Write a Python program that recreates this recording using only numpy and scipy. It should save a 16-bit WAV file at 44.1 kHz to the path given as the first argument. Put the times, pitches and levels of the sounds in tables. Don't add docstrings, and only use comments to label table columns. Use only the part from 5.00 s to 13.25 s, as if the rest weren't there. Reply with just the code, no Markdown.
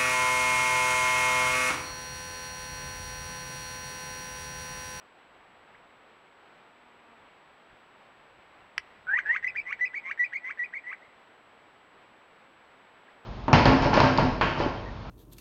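import sys
import numpy as np
from scipy import signal
from scipy.fft import rfft, irfft
from scipy.io import wavfile
from scipy.ndimage import uniform_filter1d

SR = 44100
rng = np.random.default_rng(int(sys.argv[2]) if len(sys.argv) > 2 else 0)


def log_audio(samples):
    frames = np.atleast_2d(samples).T
    limited = np.clip(frames, -1, 1)
    pcm = np.round(limited * 32767).astype(np.int16)
    wavfile.write(sys.argv[1], SR, pcm)


N = 363825
T = np.arange(N) / SR

# f/Hz, level/dB
LEAF_HISS = [(25, -22.5), (54, -16), (130, -10.5), (230, -6.5), (420, -4), (900, -2), (1330, -4),
             (2240, -8), (3090, -13), (4000, -20), (5000, -29), (6300, -39.5), (8000, -45.5)]
# t/s, half length/s, rumble gain/dB
MIC_PUFFS = [(.65, .4, 9), (2.733, 0.03, 20), (3.297, 0.29, 4), (4.935, .022, 17.5), (5.352, 0.32, -0.5)]
# t/s, wingbeat f/Hz, level/dB
BEE_PASS = [(1.7, 237.4, -88), (1.88, 240.8, -68), (2.0, 232.5, -72), (2.1, 232.3, -63.5), (2.2, 223, -72),
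            (2.399, 240, -88)]
WING_HARMONICS = [-3, -12, -4, 1.5, -1]
# t/s, level/dB
SNAP_CLICKS = [(3.7799, 12), (3.7829, 6.5)]
# f/Hz, level/dB
CLICK_COLOUR = [(300, -37), (700, -23.5), (1100, -10), (1500, -6.5), (1900, 4), (2400, -4.5), (3100, -7.5),
                (3900, -27.5), (5000, -11.5), (5700, -15.5), (6600, -39), (9400, -30), (11500, -49.5),
                (13500, -46.5), (16000, -57)]
# t/s, treble tilt/(dB per octave)
BILL_OPENING = [(4.06, -22), (4.13, -27), (4.19, 4), (4.29, -3.5), (4.37, 2.5), (4.73, 3), (5.36, 3),
                (5.6, 2), (5.94, -3.5)]
SYRINX_HARMONICS = [3, -0.5, -21.5, -25.5, -23, -28.5, -41]
# f/Hz, level/dB
SONG_COLOUR = [(750, -36), (1050, -23), (1300, -9), (1550, -1), (2000, 2.5), (2400, -8.5), (2750, -7.5),
               (3900, -38.5), (4900, -36), (6100, -14), (7000, -30.5), (8200, -46.5), (11000, -60.5)]
# f/Hz, level/dB
BREATH_SPECTRUM = [(500, -62.5), (1300, -22.5), (1750, -2), (2250, -11.5), (2900, -17), (4200, -32.5),
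                   (6000, -33.5), (7000, -45), (9000, -66.5)]
# t/s, length/s, start f/Hz, end f/Hz, level/dB
FAINT_GLIDES = [ (.747, 0.0068, 1590, 2200, -52), (6.020, 0.017, 1880, 2160, -53.5),
                (6.050, 0.013, 2100, 2170, -55), (8.083, 0.0084, 1600, 1980, -54)]
# leap t/s, leap to dip/s, dip f/Hz, leap level/dB, dip level/dB, crest level/dB
CHIRP_NOTES = [ (4.562, 0.034, 2260, -28, -28, -30), (4.946, 0.03, 2165, -30, -26.5, -35),
               (5.335, .027, 2093, -30, -24, -36), (5.74, 0.032, 2090, -32.5, -28.5, -35.5)]
# step t/s, hold before it/s, f/Hz, level/dB, mid-hold gain/dB, buzz/0-1,
# level after the step/dB
WHISTLE_NOTES = [ (4.478, 0.032, 1992, -21.5, -16.5, 0.4, -29), (4.853, 0.041, 1975, -24, -3, .05, -29.5),
                 (5.241, 0.046, 1939, -25.5, 4, .02, -28.5), (5.638, 0.044, 1924, -29, 0.5, .02, -33.5)]
# flick t/s, climb before it/s, attack/s, start f/Hz, knee f/Hz, top f/Hz,
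# climb level/dB, flick level/dB
SLUR_NOTES = [ (4.191, 0.12, 0.019, 735, 1024, 2210, -27, -19.5),
              (4.365, 0.11, 0.0035, 839, 1076, 2275, -28.5, -21),
              (4.727, 0.071, 0.014, 985, 1156, 2375, -35, -22),
              (5.114, 0.074, 0.016, 1038, 1100, 2360, -34, -24),
              (5.509, .073, 0.0083, 983, 1074, 2360, -35, -26.5),
              (5.931, 0.091, 0.03, 955, 1057, 2310, -37, -30)]
# t/s, half length/s, gain/dB
CLEAR_MOMENTS = [(4.084, 0.0058, 3), (4.141, 0.0072, 10), (4.163, 0.003, 5), (4.304, 0.014, 10)]


def undb(db):
    return 10 ** (np.asarray(db) / 20)


def unit(x):
    return x / np.sqrt(np.mean(x ** 2))


def bump(t, at, width):
    return np.exp(-((t - at) / width) ** 2)


def gain_at(hz, spectrum):
    at, db = np.transpose(spectrum)
    return undb(np.interp(np.log(np.maximum(hz, 1)), np.log(at), db))


def noise(spectrum):
    hz = np.arange(N // 2 + 1) * SR / N
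    return unit(irfft(rfft(rng.standard_normal(N)) * gain_at(hz, spectrum), N))


def drift(rate):
    hold = max(int(SR / rate), 1)
    steps = np.repeat(rng.standard_normal(N // hold + 1), hold)
    return unit(uniform_filter1d(steps, hold)[:N])


def impulse_response(spectrum, size=1024):
    hz = np.arange(size // 2 + 1) * SR / size
    cepstrum = irfft(np.log(gain_at(hz, spectrum)))
    cepstrum[1:size // 2] *= 2
    cepstrum[size // 2 + 1:] = 0
    return irfft(np.exp(rfft(cepstrum)))


def camera(whine_hz=7796.3, flips_per_s=59.5, whine_db=-81.5, hiss_db=-89):
    polarity = uniform_filter1d(np.sign(np.sin(np.pi * flips_per_s * T)), size=40)
    whine = np.sqrt(2) * polarity * np.sin(2 * np.pi * whine_hz * T)
    hiss = noise([(3000, 11.5), (7500, 9.5), (10000, 1.5), (15000, -3.5)])
    return undb(whine_db) * whine + undb(hiss_db) * hiss


def wind(hiss_db=-57, rumble_db=-85, gust_hiss_db=1.5, gust_rumble_db=18):
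    gust = bump(T, at=4.26, width=0.75)
    hiss = noise(LEAF_HISS) * undb(hiss_db + gust_hiss_db * gust + 0.5 * drift(13))
    puffs_db = sum(db * bump(T, at, width) for at, width, db in MIC_PUFFS)
    rumble = noise([(12, -16), (35, -4.5), (90, -5.5), (200, -12.5), (800, -70), (3000, -100)])
    return hiss + rumble * undb(rumble_db + gust_rumble_db * gust + puffs_db + 3 * drift(12))


def bee(wobble=0.0065):
    times, hz, db = np.transpose(BEE_PASS)
    wingbeat_hz = np.interp(T, times, hz) * (1 + wobble * drift(38))
    phase = 2 * np.pi * np.cumsum(wingbeat_hz) / SR
    hum = sum(undb(level) * np.sin(k * phase) for k, level in enumerate(WING_HARMONICS, 1))
    return hum * np.interp(T, times, undb(db), left=0, right=0)


def garden_echoes(x, near_t60=0.047, scrub_t60=1.0, trees_s=0.2):
    t = T[:SR // 2]
    build_up = np.clip((t - .004) / 0.054, 0, 1)
    # level/dB, envelope, low-pass f/Hz
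    paths = [(-14, build_up * undb(-60 * t / near_t60), 11000),
             (-26, build_up * undb(-60 * t / scrub_t60), 4500),
             (-31, bump(t, trees_s, width=0.033), 3000)]
    scatter = 0
    for db, envelope, cutoff_hz in paths:
        echoes = undb(db) * envelope / np.linalg.norm(envelope) * rng.standard_normal(len(t))
        scatter = scatter + signal.sosfilt(signal.butter(2, cutoff_hz, fs=SR, output="sos"), echoes)
    return x + signal.fftconvolve(x, scatter)[:N]


def ground_bounce(x, lag_s=0.002545, bounce_db=-11):
    return x + undb(bounce_db) * np.interp(T - lag_s, T, x)


def bill_snap():
    clicks = np.zeros(N)
    for at, db in SNAP_CLICKS:
        clicks[int(at * SR)] = undb(db)
    return signal.fftconvolve(clicks, impulse_response(CLICK_COLOUR))[:N]


def glide(at, length, low_hz, high_hz, db, buzz=0.28):
    return [(at, low_hz, db, buzz), (at + length, high_hz, db, buzz)]


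def chirp(at, length, dip_hz, leap_db, dip_db, crest_db, leap_s=0.012, hold_s=0.0046, lift_s=0.013):
    dip = at + length
    crest_hz, lift_hz = dip_hz * 1.085, dip_hz * 1.17
    return [(at - leap_s, 1520, leap_db - 19.5, .64),
            (at, 1930, leap_db, .64),
            (at + leap_s, crest_hz, leap_db - 6, .12),
            (at + length / 2, crest_hz, crest_db, .12),
            (dip - hold_s / 2, dip_hz, dip_db - 2, .06),
            (dip + hold_s, dip_hz * 1.025, dip_db, .06),
            (dip + lift_s, lift_hz, dip_db - 18.5, .12),
            (dip + lift_s + .01, lift_hz * .96, dip_db - 16, .35)]


def whistle(step, length, hz, db, mid_db, buzz, step_db, step_s=.003, top_s=.017, release_s=.0091):
    start = step - length
    rasp_hz, edge_hz, top_hz = hz * .93, hz * 1.022, hz * 1.29
    return [(start - .018, rasp_hz, db - 15, .7),
            (start - .0043, rasp_hz, db - 13, .7),
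            (start, edge_hz, db, buzz),
            (start + length * .36, hz, db + mid_db, buzz),
            (step - length * .36, hz, db + mid_db * .46, .013),
            (step - step_s / 2, edge_hz, db, .013),
            (step + step_s / 2, top_hz * .97, step_db - 5, .064),
            (step + top_s / 2, top_hz, step_db, .064),
            (step + top_s, top_hz * .985, step_db - 8, .064),
            (step + top_s + release_s, top_hz * .9, step_db - 8.5, .35)]


def slur(flick, length, attack_s, low_hz, knee_hz, top_hz, db, flick_db,
         knee_s=0.017, top_s=0.0041, release_s=0.012):
    start = flick - length
    progress = np.linspace(0, 1, num=40)
    t = start + progress * (length - knee_s)
    pitch = low_hz + (knee_hz - low_hz) * progress ** 1.7
    onset = np.maximum(1 - ((t - start) / attack_s) ** 4, 0)
    level = db + 3 * (progress - .5) - 9.5 * onset
    buzz = 0.56
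    for at, width, gain_db in CLEAR_MOMENTS:
        clear = np.exp(-((t - at) / width) ** 4)
        level = level + gain_db * clear
        buzz = buzz * (1 - 0.73 * clear)
    return [*zip(t, pitch, level, buzz),
            (flick - knee_s * .6, knee_hz * 1.23, db - 7, .27),
            (flick - .0057, knee_hz * 1.2, db - 6, .27),
            (flick, top_hz * .78, flick_db, 1),
            (flick + top_s, top_hz, flick_db - 7, .27),
            (flick + top_s + release_s, top_hz * .86, flick_db - 17.5, 1)]


def syrinx(contour, flutter, jitter, breath, fade_s=.004, chop_depth=0.77, tilt_from_hz=2200):
    times, *curves = np.transpose(contour)
    times = np.sort(times)
    span = slice(int((times[0] - fade_s) * SR), int((times[-1] + fade_s) * SR))
    t = T[span]
    pitch, db, buzz = (uniform_filter1d(np.interp(t, times, curve), size=130) for curve in curves)
    buzz = np.clip(buzz, 0, 1)
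    bend = 0.005 * buzz * flutter[span]
    chop = (1 + chop_depth * buzz * flutter[span]) / np.sqrt(1 + buzz ** 2 / 2)
    rasp = (0.0076 + 0.016 * buzz) * jitter[span]
    pitch = pitch * (1 + bend + rasp)
    phase = 2 * np.pi * np.cumsum(pitch) / SR
    k = np.arange(1, len(SYRINX_HARMONICS) + 1)[:, None]
    weight = undb(SYRINX_HARMONICS)[:, None] * gain_at(k * pitch, SONG_COLOUR)
    tilt = np.interp(t, *np.transpose(BILL_OPENING))
    weight = weight * undb(tilt * np.maximum(np.log2(k * pitch / tilt_from_hz), 0))
    tone = np.sum(weight * np.sin(k * phase), axis=0) / np.sqrt(np.sum(weight ** 2, axis=0) / 2)
    air = undb(-13 + tilt / 2) * buzz * breath[span]
    to_edge_s = np.minimum(t - t[0], t[-1] - t)
    fade = np.sin(np.pi / 2 * np.clip(to_edge_s / fade_s, 0, 1)) ** 2
    return span, (tone + air) * chop * fade * undb(db)


def birdsong(flutter_hz=191.9, flutter_spread=0.175, gain_db=-1.5):
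    flutter_rate = flutter_hz * (1 + flutter_spread * drift(120))
    flutter = np.sin(2 * np.pi * np.cumsum(flutter_rate) / SR)
    jitter, breath = drift(700), noise(BREATH_SPECTRUM)
    song = np.zeros(N)
    gestures = (slur, SLUR_NOTES), (whistle, WHISTLE_NOTES), (chirp, CHIRP_NOTES), (glide, FAINT_GLIDES)
    for gesture, notes in gestures:
        for note in notes:
            span, sound = syrinx(gesture(*note), flutter, jitter, breath)
            song[span] += sound
    return undb(gain_db) * song


def scene(snap_send_db=-5):
    snap, send = bill_snap(), undb(snap_send_db)
    bird = garden_echoes(ground_bounce(birdsong()) + send * snap) + (1 - send) * snap
    return (bird + wind() + bee() + camera())[None]


def record(dry, cutoff_hz=15700):
    return signal.sosfilt(signal.ellip(8, .2, 70, cutoff_hz, fs=SR, output="sos"), dry)


dry = scene()
out = record(dry)
log_audio(out)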